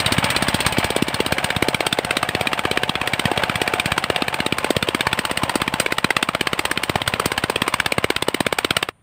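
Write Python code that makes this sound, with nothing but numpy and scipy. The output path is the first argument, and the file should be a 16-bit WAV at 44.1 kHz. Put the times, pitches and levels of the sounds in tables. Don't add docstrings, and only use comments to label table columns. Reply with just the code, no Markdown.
import sys
import numpy as np
from scipy import signal
from scipy.fft import rfft, irfft, next_fast_len
from scipy.io import wavfile
from scipy.ndimage import uniform_filter1d

SR = 44100
rng = np.random.default_rng(int(sys.argv[2]) if len(sys.argv) > 2 else 0)


def bounce(signal):
    frames = np.transpose(np.atleast_2d(signal))
    limited = np.clip(frames, -1, 1)
    pcm = np.round(limited * 32767).astype(np.int16)
    wavfile.write(sys.argv[1], SR, pcm)


N = 398169
TIME = np.arange(N) / SR
PUFF_SAMPLES = 4096
PUFF_ONSET = PUFF_SAMPLES // 8

# frequency in Hz, gain in dB.
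FIELD_SPECTRUM = [(30, -10), (90, 7.5), (300, -11), (1000, -12), (3500, -24), (5500, -41), (7500, -33),
                  (8200, -33), (9200, -15), (10800, -40)]
# frequency in Hz, gain in dB.
DRONE_SPECTRUM = [(30, -34), (70, 1.5), (100, -20), (130, 6.5), (170, -11.5), (260, -2), (350, -15),
                  (700, -48.5)]
# frequency in Hz, gain in dB.
BLOCK_SPECTRUM = [(40, -29.5), (130, -6.5), (250, -7.5), (390, -17.5), (550, -0.5), (1050, -1.5),
                  (1400, -4.5), (2900, -6), (4200, -19.5), (6300, -39), (7600, -29.5), (8600, -26.5),
                  (11000, -54.5), (15000, -34.5)]
# frequency in Hz, bandwidth in Hz,
# level in dB against the broad clatter, start and end in seconds of facing the listener.
BLOCK_MODES = [(541, 140, -7, 1.2, 7.98), (630, 72, -10, 0.9, 3.8), (728.6, 18, -5, 1.1, 4.42),
               (762, 47, -7, 2.05, 4.6), (877, 16, -7, .15, 7.05), (1034, 42, -6.5, 4.5, 11),
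               (1524, 25, -12, 1.2, 4.5), (1663, 20, -13.5, .1, 4.5), (2300, 14, -12, .1, 4.3),
               (2800, 50, -16, 2.2, 5.5), (4110, 120, -17, 0.5, 0.95), (4950, 200, -25, 0.5, 1.2)]
# delay after the exhaust crack as a share of
# the cycle, relative strength in dB, swell time in seconds.
BLOCK_BLOWS = [(.19, 5, 0.0081), (0.688, 8.5, 0.0044)]
# time in seconds, level in dB.
CLATTER_LEVEL = [(0, -24.5), (0.75, -25), (1.0, -31), (1.35, -29.0), (1.85, -33), (2.45, -30.5),
                 (2.8, -32.5), (3.15, -31), (3.9, -31), (4.3, -33.0), (5.8, -32.0), (6.05, -36.5),
                 (6.75, -33.5), (7.7, -33), (8.05, -37.5), (8.8, -36.5)]
# time in seconds, firing number reached.
FIRING_COUNT = [(0.0028, 0), (0.606, 10), (1.3844, 23), (2.8353, 47), (3.618, 60), (5.0094, 83),
                (5.5577, 92), (6.2903, 104), (7.019, 116), (7.6206, 126), (8.528, 141), (8.8893, 147)]
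# time in seconds, thump level in dB, chuff level in dB, chuff pitch in Hz.
HEAVY_PUFFS = [(0.06, -25, -37, 380), (0.18, -21.5, -27, 288), (0.24, -27.5, -31, 450),
               (0.55, -24.5, -25.5, 296), (0.67, -26, -56, 390), (0.79, -24.5, -24, 336),
               (0.97, -41, -22.5, 296), (1.03, -28, -22.5, 270), (1.2, -31, -22.5, 438),
               (1.57, -23.5, -33, 350), (1.63, -26.5, -22, 355), (1.69, -26.5, -24, 415),
               (1.99, -42, -21, 370), (3.26, -22, -27.5, 300), (3.32, -36, -24, 336),
               (3.62, -31, -25.5, 450), (4.1, -31, -22.5, 390), (4.71, -37, -18.5, 333),
               (4.77, -25, -24, 520), (5.56, -32, -21, 318), (6.05, -25, -22.5, 360),
               (6.96, -24.5, -26, 445), (7.26, -26, -28.5, 327), (7.98, -27, -25, 430),
               (8.04, -30.5, -23.5, 440), (8.1, -43, -23.5, 374), (8.29, -36.5, -20.5, 358),
               (8.47, -32.5, -25, 390), (8.53, -33.5, -25, 315), (8.65, -35.5, -23.5, 320)]
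# frequency in Hz, gain in dB.
HISS_SPECTRUM = [(3000, 2.5), (4700, 1.5), (6300, -9.5), (7600, -5), (8300, 5), (9000, 3), (10000, -11),
                 (12200, -13.5), (14000, -7.5), (15300, -6)]
# time in seconds, level in dB.
USUAL_HISS_LEVEL = [(0, -26.5), (1.5, -29.5), (2.7, -34.5), (5.3, -31.5), (5.8, -29.5), (7.3, -31.5),
                    (8.8, -29.5)]
# time in seconds, level in dB above the usual hiss.
HISS_SNAPS = [(.67, 4.5), (3.14, 8.5), (4.34, 0.5), (4.7, 2), (5.8, 7.5), (6.04, 3.5), (8.41, 7)]
# time in seconds, favoured pitch in Hz.
JET_PITCH = [(1.05, 4050), (1.4, 2180), (8.8, 1750)]
# frequency in Hz, gain in dB.
CRACK_SPECTRUM = [(300, -23.5), (650, 1), (1100, 0), (1800, 0), (2900, 0), (3900, -4.5), (4800, -12),
                  (6500, -33.5)]
# time in seconds, level in dB.
CRACK_LEVEL = [(0, -25.5), (0.67, -25.5), (1.0, -32.5), (1.35, -25.5), (2.4, -24.0), (4.7, -25.0),
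               (5.0, -21.5), (5.3, -26.5), (6.15, -20.5), (6.45, -23.5), (7.5, -25.5), (7.8, -22.5),
               (8.2, -24.5), (8.7, -22.0)]


def undb(db):
    return 10 ** (np.asarray(db) / 20)


def unit(x):
    return x / np.sqrt(np.mean(x ** 2))


def curves(table, times):
    row_times, *columns = np.transpose(table)
    return [np.interp(times, row_times, column) for column in columns]


def colour(x, spectrum):
    size = next_fast_len(x.shape[-1] // 2 + 1) * 2
    hz = np.maximum(np.arange(size // 2 + 1) * SR / size, 1)
    row_hz, row_db = np.transpose(spectrum)
    gain = undb(np.interp(np.log(hz), np.log(row_hz), row_db))
    cepstrum = irfft(np.log(gain))
    cepstrum[1:size // 2] *= 2
    cepstrum[size // 2 + 1:] = 0
    return irfft(rfft(x, size) * np.exp(rfft(cepstrum)))[..., :x.shape[-1]]


def band(x, lo_hz, hi_hz):
    return signal.sosfilt(signal.butter(2, [lo_hz, hi_hz], "band", fs=SR, output="sos"), x)


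def resonate(x, hz, width_hz):
    size = next_fast_len(x.shape[-1] // 2 + 1) * 2
    f = np.maximum(np.arange(size // 2 + 1) * SR / size, 1)
    return irfft(rfft(x, size) / (1 + 1j * (f - hz ** 2 / f) / width_hz))[..., :x.shape[-1]]


def drift(rate_hz):
    hold = int(SR / rate_hz)
    steps = np.repeat(rng.standard_normal(N // hold + 1), hold)
    return unit(uniform_filter1d(uniform_filter1d(steps, hold), hold)[:N])


def field(level_db=-58):
    return undb(level_db + .7 * drift(8)) * unit(colour(rng.standard_normal(N), FIELD_SPECTRUM))


def mud(drops_per_s=260, spread_db=4, splat_s=0.00067, level_db=-45):
    lands = rng.random(N) < drops_per_s / SR * undb(4 * drift(5))
    impacts = lands * undb(spread_db * np.minimum(rng.exponential(size=N), 4))
    t = np.arange(PUFF_SAMPLES) / SR
    splat = rng.standard_normal(PUFF_SAMPLES) * np.exp(-t / splat_s)
    return undb(level_db) * unit(band(signal.fftconvolve(impacts, splat)[:N], 600, 2100))


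def clatter_excess_db(times, side_on_db=-32):
    return curves(CLATTER_LEVEL, times)[0] - side_on_db


def shaking(firings, repeat_share):
    since_s = TIME - firings[np.maximum(np.searchsorted(firings, TIME) - 1, 0)]
    pattern = rng.standard_normal(PUFF_SAMPLES)[(since_s * SR).astype(int) % PUFF_SAMPLES]
    return np.sqrt(repeat_share) * pattern + np.sqrt(1 - repeat_share) * rng.standard_normal(N)


def intake(firings, side_on_db=-43):
    drone = unit(colour(shaking(firings, repeat_share=0.84), DRONE_SPECTRUM))
    return drone * undb(side_on_db + clatter_excess_db(TIME))


def block(firings, whirr_db=-3, blow_scatter_db=2.5, turn_s=0.2):
    power = np.full(N, undb(whirr_db) ** 2)
    cycle_s = np.mean(np.diff(firings))
    t = np.arange(PUFF_SAMPLES) / SR
    for share, db, swell_s in BLOCK_BLOWS:
        starts = np.clip((firings + share * cycle_s) * SR, 0, N - 1).astype(int)
        blows = np.zeros(N)
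        blows[starts] = undb(db + blow_scatter_db * rng.standard_normal(len(firings))) ** 2
        swell = t / swell_s * np.exp(1 - t / swell_s)
        power += signal.fftconvolve(blows, swell ** 2)[:N]
    drive = np.sqrt(np.abs(power))
    iron = unit(colour(drive * shaking(firings, repeat_share=0.18), BLOCK_SPECTRUM))
    for hz, width_hz, db, from_s, until_s in BLOCK_MODES:
        ring = unit(resonate(drive * shaking(firings, repeat_share=0.2), hz, width_hz))
        facing = (np.tanh((TIME - from_s) / turn_s) - np.tanh((TIME - until_s) / turn_s)) / 2
        iron += ring * undb(db) * facing
    return iron * undb(curves(CLATTER_LEVEL, TIME)[0])


def gas_bursts(firings, rise_s, fall_s, tail_db, tail_s):
    t = (np.arange(PUFF_SAMPLES) - PUFF_ONSET) / SR
    blowdown = np.exp(-(t / np.where(t < 0, rise_s, fall_s)) ** 2)
    stroke = undb(tail_db) * (t > 0) * np.exp(-np.abs(t) / tail_s)
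    return rng.standard_normal((len(firings), PUFF_SAMPLES)) * np.hypot(blowdown, stroke)


def silencer(puffs, trip_s=0.0016, spread=.35):
    lags = (trip_s * SR * (1 + spread * rng.uniform(-1, 1, (len(puffs), 1)))).astype(int)
    echoes = np.take_along_axis(puffs, (np.arange(PUFF_SAMPLES) - lags) % PUFF_SAMPLES, axis=1)
    return puffs - .5 * echoes


def pulse_train(puffs, times, db, scatter_db=0):
    cycle_samples = np.mean(np.diff(times)) * SR
    rms = undb(db + scatter_db * rng.standard_normal(len(times)))
    gains = rms * np.sqrt(cycle_samples / np.sum(puffs ** 2, axis=1))
    train = np.zeros(N + 2 * PUFF_SAMPLES)
    for start, gain, puff in zip(np.maximum(times * SR, 0).astype(int), gains, puffs):
        train[start:start + PUFF_SAMPLES] += gain * puff
    return train[PUFF_ONSET:][:N]


def thump_and_chuff_settings(firings):
    chance = rng.standard_normal((len(firings), 3)).clip(-2, 1.3)
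    excess_db = clatter_excess_db(firings)
    thump_db = -34 + .4 * excess_db + 4 * chance[:, 0]
    chuff_db = -31.5 - .6 * excess_db + 4.5 * chance[:, 1]
    chuff_hz = 341 * 2 ** (.3 * chance[:, 2])
    settings = np.column_stack([thump_db, chuff_db, chuff_hz])
    for time_s, *heavy in HEAVY_PUFFS:
        settings[np.argmin(np.abs(firings - time_s))] = heavy
    return settings.T


def hiss_levels(firings):
    db = curves(USUAL_HISS_LEVEL, firings)[0]
    for time_s, extra_db in HISS_SNAPS:
        db[np.argmin(np.abs(firings - time_s))] += extra_db
    return db


def jet_cracks(firings, spill_db, scatter_octaves=0.77):
    bursts = silencer(gas_bursts(firings, rise_s=0.0014, fall_s=0.0016,
                                 tail_db=spill_db - 13, tail_s=0.0064))
    octaves = scatter_octaves * rng.uniform(-1, 1, (len(firings), 1))
    eddy_hz = curves(JET_PITCH, firings[:, None])[0] * 2 ** octaves
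    eddies = undb(spill_db - 1) * resonate(bursts, eddy_hz, width_hz=1500)
    return colour(bursts + eddies, CRACK_SPECTRUM)


def exhaust(firings):
    thump_db, chuff_db, chuff_hz = thump_and_chuff_settings(firings)
    spill_db = 4 + clatter_excess_db(firings[:, None])
    cracks = jet_cracks(firings, spill_db)
    hiss_gas = gas_bursts(firings, rise_s=0.0021, fall_s=0.0038, tail_db=spill_db - 14, tail_s=0.014)
    hisses = colour(silencer(hiss_gas), HISS_SPECTRUM)
    chuff_gas = gas_bursts(firings, rise_s=0.0015, fall_s=0.0012, tail_db=-35.5, tail_s=0.0051)
    chuffs = band(resonate(chuff_gas, chuff_hz[:, None], width_hz=210), 147, 740)
    thump_gas = gas_bursts(firings, rise_s=0.0013, fall_s=0.002, tail_db=-34, tail_s=0.012)
    thumps = band(thump_gas, 76, 220)
    return (pulse_train(cracks, firings - .0005, curves(CRACK_LEVEL, firings)[0], scatter_db=1.5)
            + pulse_train(hisses, firings - .001, hiss_levels(firings), scatter_db=2.5)
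            + pulse_train(chuffs, firings - .001, chuff_db)
            + pulse_train(thumps, firings - .0013, thump_db))


def scene(tiller_end_s=8.925, fade_s=.1):
    reached_s, count = np.transpose(FIRING_COUNT)
    firings = np.interp(np.arange(count[-1] + 1), count, reached_s)
    tiller = exhaust(firings) + block(firings) + intake(firings) + mud()
    fade = np.clip((tiller_end_s - TIME) / fade_s, 0, 1)
    return (fade * tiller + field())[None]


def record(dry, ceiling=0.77, cutoff_hz=15400):
    rounded = dry / (1 + (dry / ceiling) ** 4) ** (1 / 4)
    return signal.sosfilt(signal.ellip(8, .2, 70, cutoff_hz, fs=SR, output="sos"), rounded)


dry = scene()
out = record(dry)
bounce(out)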